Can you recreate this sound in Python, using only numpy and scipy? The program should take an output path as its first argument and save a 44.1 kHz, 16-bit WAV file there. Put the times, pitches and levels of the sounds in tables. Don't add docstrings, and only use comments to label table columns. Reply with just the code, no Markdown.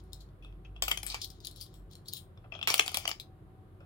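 import sys
import numpy as np
from scipy import signal
from scipy.fft import rfft, irfft, next_fast_len
from scipy.io import wavfile

SR = 44100
rng = np.random.default_rng(int(sys.argv[2]) if len(sys.argv) > 2 else 0)


def materialize(psi):
    bounded = np.clip(np.atleast_2d(psi).T, -1, 1)
    quanta = np.round(bounded * 32767).astype(np.int16)
    wavfile.write(sys.argv[1], SR, quanta)


def volts_from_decibels(level):
    exponent = np.asarray(level, float) / 20
    return 10 ** exponent


N = 169785

# [f/Hz, level/dB]
SHELL_MODES = [(300, -10), (420, -7), (560, 0.5), (700, 7.5), (870, -2), (1100, 1), (1300, 9), (1600, -3.5)]
PILE_MODES = [(1900, -11.5), (2150, -3.5), (2430, 2), (2700, -5.5), (3000, 2), (3310, 3), (3750, -5.5),
              (4200, -4), (4700, 3), (5200, 4.5), (5800, 4), (6400, 3.5), (7000, -0.5)]
EDGE_MODES = [(2300, -20.5), (2600, 0.5), (3310, 1), (4300, -23), (5200, -7), (5900, -25.5)]
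RIM_MODES = [(7700, -4), (8500, 0), (9300, 2.5), (10100, 1), (10900, 0.5), (11700, 0.5), (12500, -1.5),
             (13400, -2.5), (14400, -3), (15300, -0.5)]
# modes, cycles of ringing until 60 dB down, likeness of the two ports (1 = same)
SHELL_BODY = (SHELL_MODES, 8, 0.82)
PILE_BODY = (PILE_MODES, 18, 0.54)
EDGE_BODY = (EDGE_MODES, 55, 0.54)
RIM_BODY = (RIM_MODES, 13, 0.54)
# [t/s, level/dB, favoured f/Hz, shell level/dB, rim level/dB, chatter level/dB, chatter t60/s]
PILE_STRIKES = [(0.8226, -17.5, 3360, -17, -8, -10, 0.15), (0.8807, -21.5, 2720, -7.5, -12, -17, 0.14),
                (0.9133, -13.5, 3440, -22.5, -17, -1, 0.035), (0.9206, -38, 2610, -18, -21.5, -17.5, 0.088),
                (0.9738, -22, 3250, -28, -14, -18, 0.11), (1.0305, -31, 5130, -15, -7, -16, 0.088),
                (1.065, -31, 3480, -43, 1, 2, 0.086), (1.1438, -24, 3800, -16.5, -18, -9, 0.15),
                (2.6733, -17, 3480, -19.5, -10, 1, 0.14), (2.7018, -16.5, 5330, -14.5, -14, -5, 0.11),
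                (2.7412, -14, 3500, -30.5, -7.5, -10.5, 0.046), (2.7589, -28, 3320, -26, -10.5, -15.5, 0.1),
                (2.7794, -24, 3280, -19, -9, -14, 0.11), (2.7951, -5.5, 2300, -19, -18.5, -17.5, 0.07),
                (2.8616, -30, 3790, -17, -8, -10, 0.14), (2.8789, -22.5, 3200, -17.5, -13, -14.5, 0.072),
                (2.8924, -32, 3360, -22, -23, -17.5, 0.068), (2.917, -43, 3710, 1.5, -0.5, -30, 0.15),
                (2.9435, -22, 3070, -13, -9.5, -8.5, 0.072), (2.9481, -24.5, 3540, -22, -12, -3, 0.21),
                (2.9713, -18.5, 3290, -13.5, -6, -35, 0.1), (3.054, -24.5, 4340, -8.5, -39, -23, 0.15),
                (3.0769, -15, 2800, -21.5, -15.5, -23.5, 0.1), (3.0916, -29.5, 3370, -5, -7, -18, 0.1),
                (3.1142, -22, 4500, -26.5, -44, -16.5, 0.073)]


def coin_drops():
    s, db, pitch_hz, thud_db, treble_db, chatter_db, chatter_t60 = np.transpose(PILE_STRIKES)
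    parts = [(SHELL_BODY, db + thud_db - 5.0), (PILE_BODY, db - 7),
             (EDGE_BODY, db - 24.5), (RIM_BODY, db + treble_db + 0.5)]
    return blows(s, pitch_hz, parts, chatter_db, chatter_t60, contact_s=0.0021)


# [t/s, level/dB]
PILE_STROKES = [
    [(0.825, -31), (0.847, -47.5), (0.873, -58), (0.876, -46)],
    [(0.885, -27.5), (0.893, -41), (0.903, -43), (0.913, -33), (0.951, -53.5), (0.968, -58)],
    [(0.98, -45), (1.018, -63), (1.032, -48.5), (1.048, -54), (1.06, -47)],
    [(1.07, -48), (1.074, -48.5), (1.124, -41), (1.136, -47), (1.144, -35.5), (1.192, -67), (1.2, -61)],
    [(2.674, -35), (2.698, -34.5), (2.704, -29.5), (2.73, -33.5), (2.738, -35.5)],
    [(2.746, -32), (2.776, -40.5), (2.79, -36), (2.792, -27.5)],
    [(2.802, -27.5), (2.804, -31.5), (2.846, -51), (2.896, -41.5), (2.908, -47), (2.94, -42.5)],
    [(2.955, -47), (2.965, -39), (2.975, -30), (2.985, -43), (3.039, -45.5), (3.071, -54), (3.074, -35)],
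    [(3.082, -33), (3.106, -41), (3.116, -37), (3.126, -56), (3.164, -76), (3.19, -60)],
]


def pile_slides():
    parts = [(SHELL_BODY, -16), (PILE_BODY, 0), (EDGE_BODY, -14), (RIM_BODY, -3)]
    return volts_from_decibels(-3.5) * rub(PILE_STROKES, parts)


# [t/s, f/Hz, level/dB, t60/s, ringing time/s]
FREE_COINS = [(.881, 13230, -33, .3, .034), (.881, 13410, -41, .25, .14), (1.031, 13400, -39, .25, .075),
              (1.065, 8620, -45, .3, .077), (2.702, 9500, -43, .15, .04), (2.705, 6970, -44, .1, .025),
              (2.797, 9453, -42, .35, .065), (2.797, 9552, -42, .45, .22), (2.742, 3305, -36, .12, .033),
              (2.17, 8600, -54, .2, .09)]


def free_coin_rings():
    t = np.arange(N) / SR
    out = np.zeros((2, N))
    for s, hz, db, t60, length_s in FREE_COINS:
        stopped = np.clip((s + length_s - t) / 0.0055, 0, 1)
        decay = volts_from_decibels(db - 60 * np.maximum(t - s, 0) / t60)
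        tone = np.sin(2 * np.pi * (hz * t + rng.random((2, 1))))
        out += (t > s) * stopped * decay * tone
    return out


# [t/s, level/dB, favoured f/Hz, shell level/dB, rim level/dB, chatter level/dB, chatter t60/s]
SLOT_TOUCHES = [(0.4234, -51.5, 2480, -23, -12, 12, 0.26), (0.4474, -49, 3330, -6, -8, -18, 0.27),
                (0.525, -59, 2570, -11, -17, -7, 0.11), (0.648, -50, 2620, -22, -35.5, 4.5, 0.1),
                (0.7627, -46, 3320, -5.5, -28, -13.5, 0.15), (2.375, -53.5, 2610, -3, -50, -16, 0.1),
                (2.4421, -57, 2320, 2.5, -39, 0, 0.084), (2.5217, -29.5, 2580, -16, -50.5, -6.5, 0.074),
                (2.5385, -38, 2590, -13.5, -40, -12.5, 0.13), (2.5505, -35.5, 3330, -9, -60.5, -3.5, 0.1),
                (2.5906, -37, 2420, -9.5, -18.5, -7, 0.069), (2.6135, -30.5, 3290, -14, -27.5, -14.5, 0.25),
                (2.6283, -22.5, 3190, -23, -29.5, -13, 0.075), (3.8042, -58, 3350, -0.5, -20.5, -3, 0.25)]


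def slot_touches():
    s, db, pitch_hz, thud_db, treble_db, chatter_db, chatter_t60 = np.transpose(SLOT_TOUCHES)
    parts = [(SHELL_BODY, db + thud_db - 3), (EDGE_BODY, db - 4.5),
             (PILE_BODY, db - 17.5), (RIM_BODY, db + treble_db - 11.5)]
    return blows(s, pitch_hz, parts, chatter_db, chatter_t60, contact_s=0.0019)


# [t/s, level/dB]
SLOT_STROKES = [
    [(0.41, -83), (0.448, -63), (0.47, -72), (0.638, -91), (0.648, -66), (0.74, -88), (0.764, -56.5),
     (0.8, -79)],
    [(2.36, -93), (2.372, -74), (2.514, -87.5), (2.518, -57.5), (2.522, -46.5), (2.622, -62.5),
     (2.63, -35.5), (2.665, -64.5)],
]


def slot_scrapes():
    parts = [(SHELL_BODY, -14), (EDGE_BODY, 0), (PILE_BODY, -12), (RIM_BODY, -22)]
    return volts_from_decibels(-3.5) * rub(SLOT_STROKES, parts)


def bank():
    sound = coin_drops() + slot_touches() + pile_slides() + free_coin_rings() + slot_scrapes()
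    return signal.sosfilt(signal.butter(3, 290, "high", fs=SR, output="sos"), sound)


# [f/Hz, level/dB]
HELD_MODES = [(2900, -16.5), (3300, -3.5), (3800, 0.5), (4300, 1), (4800, -1), (5300, -1), (6000, -4.5),
              (6800, -2.5)]
HELD_BODY = (HELD_MODES, 18, 0.54)
# [t/s, level/dB, favoured f/Hz, rim level/dB, chatter level/dB, chatter t60/s]
FINGER_CLINKS = [(0.0374, -70, 5000, 4, -6, 0.1), (0.132, -34, 5100, -7, -20.5, 0.13),
                 (0.2054, -51.5, 4470, -7, 4, 0.13), (0.2887, -64, 3210, -14, -8, 0.1),
                 (1.1006, -29.5, 4740, -12.5, -6.5, 0.15), (1.1234, -33.5, 3870, -23, -14, 0.18),
                 (1.2156, -28.5, 5360, -12, 16, 0.086), (1.2441, -30, 5060, -7, 3, 0.042),
                 (1.2755, -55, 5010, -1, -13, 0.1), (1.3021, -41, 5400, -6, -5, 0.08),
                 (1.4035, -47, 4370, -12, -10, 0.1), (1.4486, -32, 4110, -12, -16, 0.12),
                 (1.4554, -41.5, 4100, 1, -17, 0.1), (1.47, -29, 3700, -8, -5.5, 0.047),
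                 (1.5115, -45.5, 4370, -4.5, -7, 0.084), (1.561, -49.5, 4460, 1, -10, 0.2),
                 (1.6056, -45, 3470, -3, -32, 0.13), (1.6108, -35.5, 4800, -5, 12, 0.12),
                 (1.6641, -49, 3330, -12, -19, 0.1), (1.7404, -52, 3100, -3, -7.5, 0.26),
                 (1.9124, -52.5, 3800, -5, -9, 0.15), (1.933, -47.5, 4000, -11.5, -12, 0.044),
                 (1.9538, -43.5, 3900, -9, -15, 0.16), (2.0566, -51.5, 3900, -9.5, 4, 0.3),
                 (2.0839, -32.5, 4270, -8.5, 8, 0.058), (2.135, -29, 3850, -1, -29, 0.24),
                 (2.1679, -38, 3340, -4.5, 10.5, 0.13), (3.1988, -30, 3960, -12, -2.5, 0.071)]


def finger_clinks():
    s, db, pitch_hz, treble_db, chatter_db, chatter_t60 = np.transpose(FINGER_CLINKS)
    parts = [(HELD_BODY, db - 6), (RIM_BODY, db + treble_db - 1.0)]
    return blows(s, pitch_hz, parts, chatter_db, chatter_t60, contact_s=0.00085)


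# [t/s, level/dB]
FINGER_STROKES = [
    [(0.0, -56), (0.01, -68.5), (0.032, -82), (0.04, -77), (0.066, -75.5), (0.11, -79)],
    [(0.12, -62), (0.132, -53.5), (0.148, -68), (0.19, -72), (0.212, -56), (0.246, -75), (0.38, -99)],
    [(1.07, -43), (1.082, -44.5), (1.104, -43), (1.11, -60), (1.122, -57), (1.136, -62), (1.14, -56)],
    [(1.19, -62), (1.2, -57), (1.22, -41), (1.244, -36.5), (1.292, -92), (1.298, -59), (1.39, -67)],
    [(1.39, -89), (1.404, -72), (1.432, -59.5), (1.446, -48), (1.476, -51), (1.492, -77), (1.55, -67)],
    [(1.55, -64), (1.564, -53), (1.596, -54.5), (1.612, -49.5), (1.694, -71), (1.752, -64.5), (1.8, -89)],
    [(1.89, -86), (1.91, -61.5), (1.936, -55), (1.948, -75), (1.954, -77), (1.972, -82), (2.04, -81)],
    [(2.05, -72), (2.058, -67), (2.07, -66), (2.084, -41), (2.11, -76), (2.13, -36)],
    [(2.14, -44), (2.144, -48), (2.174, -46), (2.222, -92), (2.27, -99.5)],
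]


def finger_rubs():
    return volts_from_decibels(-1.0) * rub(FINGER_STROKES, [(HELD_BODY, 0), (RIM_BODY, -3)])


def fingers():
    sound = (finger_clinks() + finger_rubs()) * volts_from_decibels([[0], [-2.0]])
    return signal.sosfilt(signal.butter(3, 2740, "high", fs=SR, output="sos"), sound)


BLOW_SIZE = 16384


def blows(s, pitch_hz, parts, chatter_db, chatter_t60, contact_s):
    t = np.arange(BLOW_SIZE // 2) / SR
    touches = grains((len(s), len(t)), per_s=6000)
    t60 = np.clip(chatter_t60, .01, .4)[:, None]
    chatter = volts_from_decibels(chatter_db[:, None] - 60 * t / t60)
    force = touches * (np.exp(-t / contact_s) + chatter)
    force[:, 0] += 5.0
    spectra = rfft(force, BLOW_SIZE)
    sound = sum(volts_from_decibels(db)[:, None] * body(*thing, spectra, pitch_hz) for thing, db in parts)
    out = np.zeros((2, N + BLOW_SIZE))
    for k, start in enumerate((s * SR).astype(int)):
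        out[:, start:start + BLOW_SIZE] += sound[:, k]
    return out[:, :N]


def body(modes, cycles, likeness, force, pitch_hz):
    spread_pitch, spread_db = .02, 1.5
    favour_db, favour_octaves = 8.5, .3
    alike = np.clip(likeness, 0, 1)
    luck = rng.standard_normal((len(force), len(modes), 4))
    out = 0
    for k, (hz, db) in enumerate(modes):
        response = mode(hz * (1 + spread_pitch * luck[:, k, :1]), cycles / hz, BLOW_SIZE)
        port = alike + (1 - alike) * luck[:, k, 2:].T * [[.5], [1]]
        near_db = favour_db * np.exp(-(np.log2(hz / pitch_hz) / favour_octaves) ** 2)
        height = volts_from_decibels(db + near_db + spread_db * luck[:, k, 1]) * (-1) ** k
        out = out + (port * height)[:, :, None] * response
    sound = irfft(out * force, BLOW_SIZE)
    onset = sound[:1, :, :SR // 200]
    return sound / np.sqrt(np.mean(onset ** 2, axis=2, keepdims=True))


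def rub(strokes, parts):
    size, t = next_fast_len(N + SR // 4), np.arange(N) / SR
    level = sum(volts_from_decibels(np.interp(t, *np.transpose(rows), left=-200, right=-200)) for rows in strokes)
    shared, own = grains((N,), per_s=5000), grains((2, N), per_s=5000)
    response = 0
    for (modes, cycles, _), part_db in parts:
        for k, (hz, db) in enumerate(modes):
            response = response + volts_from_decibels(db + part_db) * mode(hz, cycles / hz, size) * (-1) ** k
    force = rfft((shared + own) * level, size)
    power = np.mean(np.abs(response) ** 2) * 2
    return irfft(force * response / np.sqrt(power), size)[:, :N]


def grains(shape, per_s):
    luck = rng.random(shape + (3,))
    clicks = luck[..., 0] < per_s / SR
    height = volts_from_decibels(-2.5 * np.log(luck[..., 1] + .01))
    return rms_one(clicks * height * np.sign(luck[..., 2] - .5))


def mode(hz, t60, size):
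    z = np.exp(-2j * np.pi * np.arange(size // 2 + 1) / size)
    r, w = volts_from_decibels(-60 / (t60 * SR)), 2 * np.pi * np.minimum(hz, 17000) / SR
    return np.sin(w) * z / (1 - 2 * r * np.cos(w) * z + r * r * z * z)


def rms_one(x):
    return x / np.sqrt(np.mean(x ** 2) + 1e-20)


def at_hz(points, hz):
    f, value = np.transpose(points)
    return np.interp(np.log(hz + 1e-9), np.log(f), value)


PORT_LAG_S = 0.0002
# [f/Hz, level/dB]
RIGHT_SHADOW = [(300, -5.5), (1200, 0), (2400, -9.5), (4400, -4.5), (6500, -14.5), (8100, -20),
                (15000, -24)]


def space(x):
    room_t60_s, room_db, room_cut_hz = 0.17, -16.5, 60000
    size = next_fast_len(N + SR)
    hz = np.arange(size // 2 + 1) * SR / size
    lags = rng.uniform(.006, 0.019, (2, 8, 1))
    loop = volts_from_decibels(-60 * lags / room_t60_s) * np.exp(-2j * np.pi * hz * lags) / (1 + 1j * hz / room_cut_hz)
    echoes = loop / (1 - loop) * (-1) ** np.arange(8)[:, None]
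    wet = echoes.sum(axis=1) * volts_from_decibels(room_db)
    right = np.exp(-2j * np.pi * hz * PORT_LAG_S) * volts_from_decibels(at_hz(RIGHT_SHADOW, hz))
    ports = np.array([np.ones(len(hz)), right])
    return irfft(rfft(x, size) * (1 + wet) * ports, size)[:, :N]


# [f/Hz, level/dB per Hz]
AIR_COLOUR = [(25, -27.5), (42, -5), (69, -18.5), (82, -2), (103, -5), (164, -11), (196, -13.5), (221, -23),
              (346, -17.5), (382, -21), (528, -26), (747, -29), (805, -32), (1110, -30), (2460, -45),
              (3650, -47), (5860, -61), (11200, -51.5), (15800, -62)]
# [f/Hz, likeness]
AIR_LIKENESS = [(60, 0.94), (180, 0.92), (550, 0.77), (1650, -1.3), (4970, -0.03), (15000, -0.05)]
# [f/Hz, level/dB]
AIR_BALANCE = [(60, 1), (110, 1), (200, -2.5), (380, 6), (700, -7), (1290, 2.5), (2380, -0.5), (4400, 3),
               (8120, 2.5), (15000, -7)]


def room_air():
    hz = np.arange(N // 2 + 1) * SR / N
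    mid, side = rfft(rng.standard_normal((2, N)))
    alike = np.clip(at_hz(AIR_LIKENESS, hz), 0, 1)
    lean = volts_from_decibels(at_hz(AIR_BALANCE, hz) * [[.5], [-.5]])
    lag = np.array([np.ones(len(hz)), np.exp(-2j * np.pi * hz * PORT_LAG_S)])
    stereo = np.sqrt(1 + alike) * mid + np.sqrt(1 - alike) * side * [[1], [-1]]
    return volts_from_decibels(-54) * rms_one(irfft(volts_from_decibels(at_hz(AIR_COLOUR, hz)) * lean * lag * stereo, N))


# [f/Hz, width/Hz, level/dB]
HUM_LINES = [(97.5, 6.9, -64.5), (309.9, 3.3, -75), (370.2, 24, -72), (758, 3.3, -76)]


def hum():
    hz = np.arange(N // 2 + 1) * SR / N
    noise = rfft(rng.standard_normal(N))
    out = np.zeros(N)
    for f, width_hz, db in HUM_LINES:
        out += volts_from_decibels(db) * rms_one(irfft(noise / (1 + (2 * (hz - f) / width_hz) ** 2), N))
    return out


# [t/s, level/dB]
RUMBLE_LEVEL = [(0.0, -50.5), (0.96, -49.5), (1.34, -59), (1.85, -51.5), (2.23, -74), (2.59, -56),
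                (3.4, -86), (3.43, -70), (3.83, -67), (3.85, -75)]


def low_rumble():
    centre_hz, width_hz, steadiness = 48, 7, 0.2
    hz = np.arange(N // 2 + 1) * SR / N
    noise = rfft(rng.standard_normal(N))
    band = signal.hilbert(irfft(noise / (1 + (2 * (hz - centre_hz) / width_hz) ** 4), N))
    steadied = rms_one((band / np.abs(band) ** steadiness).real)
    return steadied * volts_from_decibels(np.interp(np.arange(N) / SR, *np.transpose(RUMBLE_LEVEL)))


def scene():
    return space(bank() + fingers()) + room_air() + hum() + low_rumble()


def low_pass(x):
    return signal.sosfilt(signal.butter(12, 16890, fs=SR, output="sos"), x)


def record(dry):
    top_cut = signal.cheby2(18, 30, 16150, fs=SR, output="sos")
    mix = signal.sosfilt(top_cut, dry)
    return low_pass(mix)


dry = scene()
out = record(dry)
materialize(out)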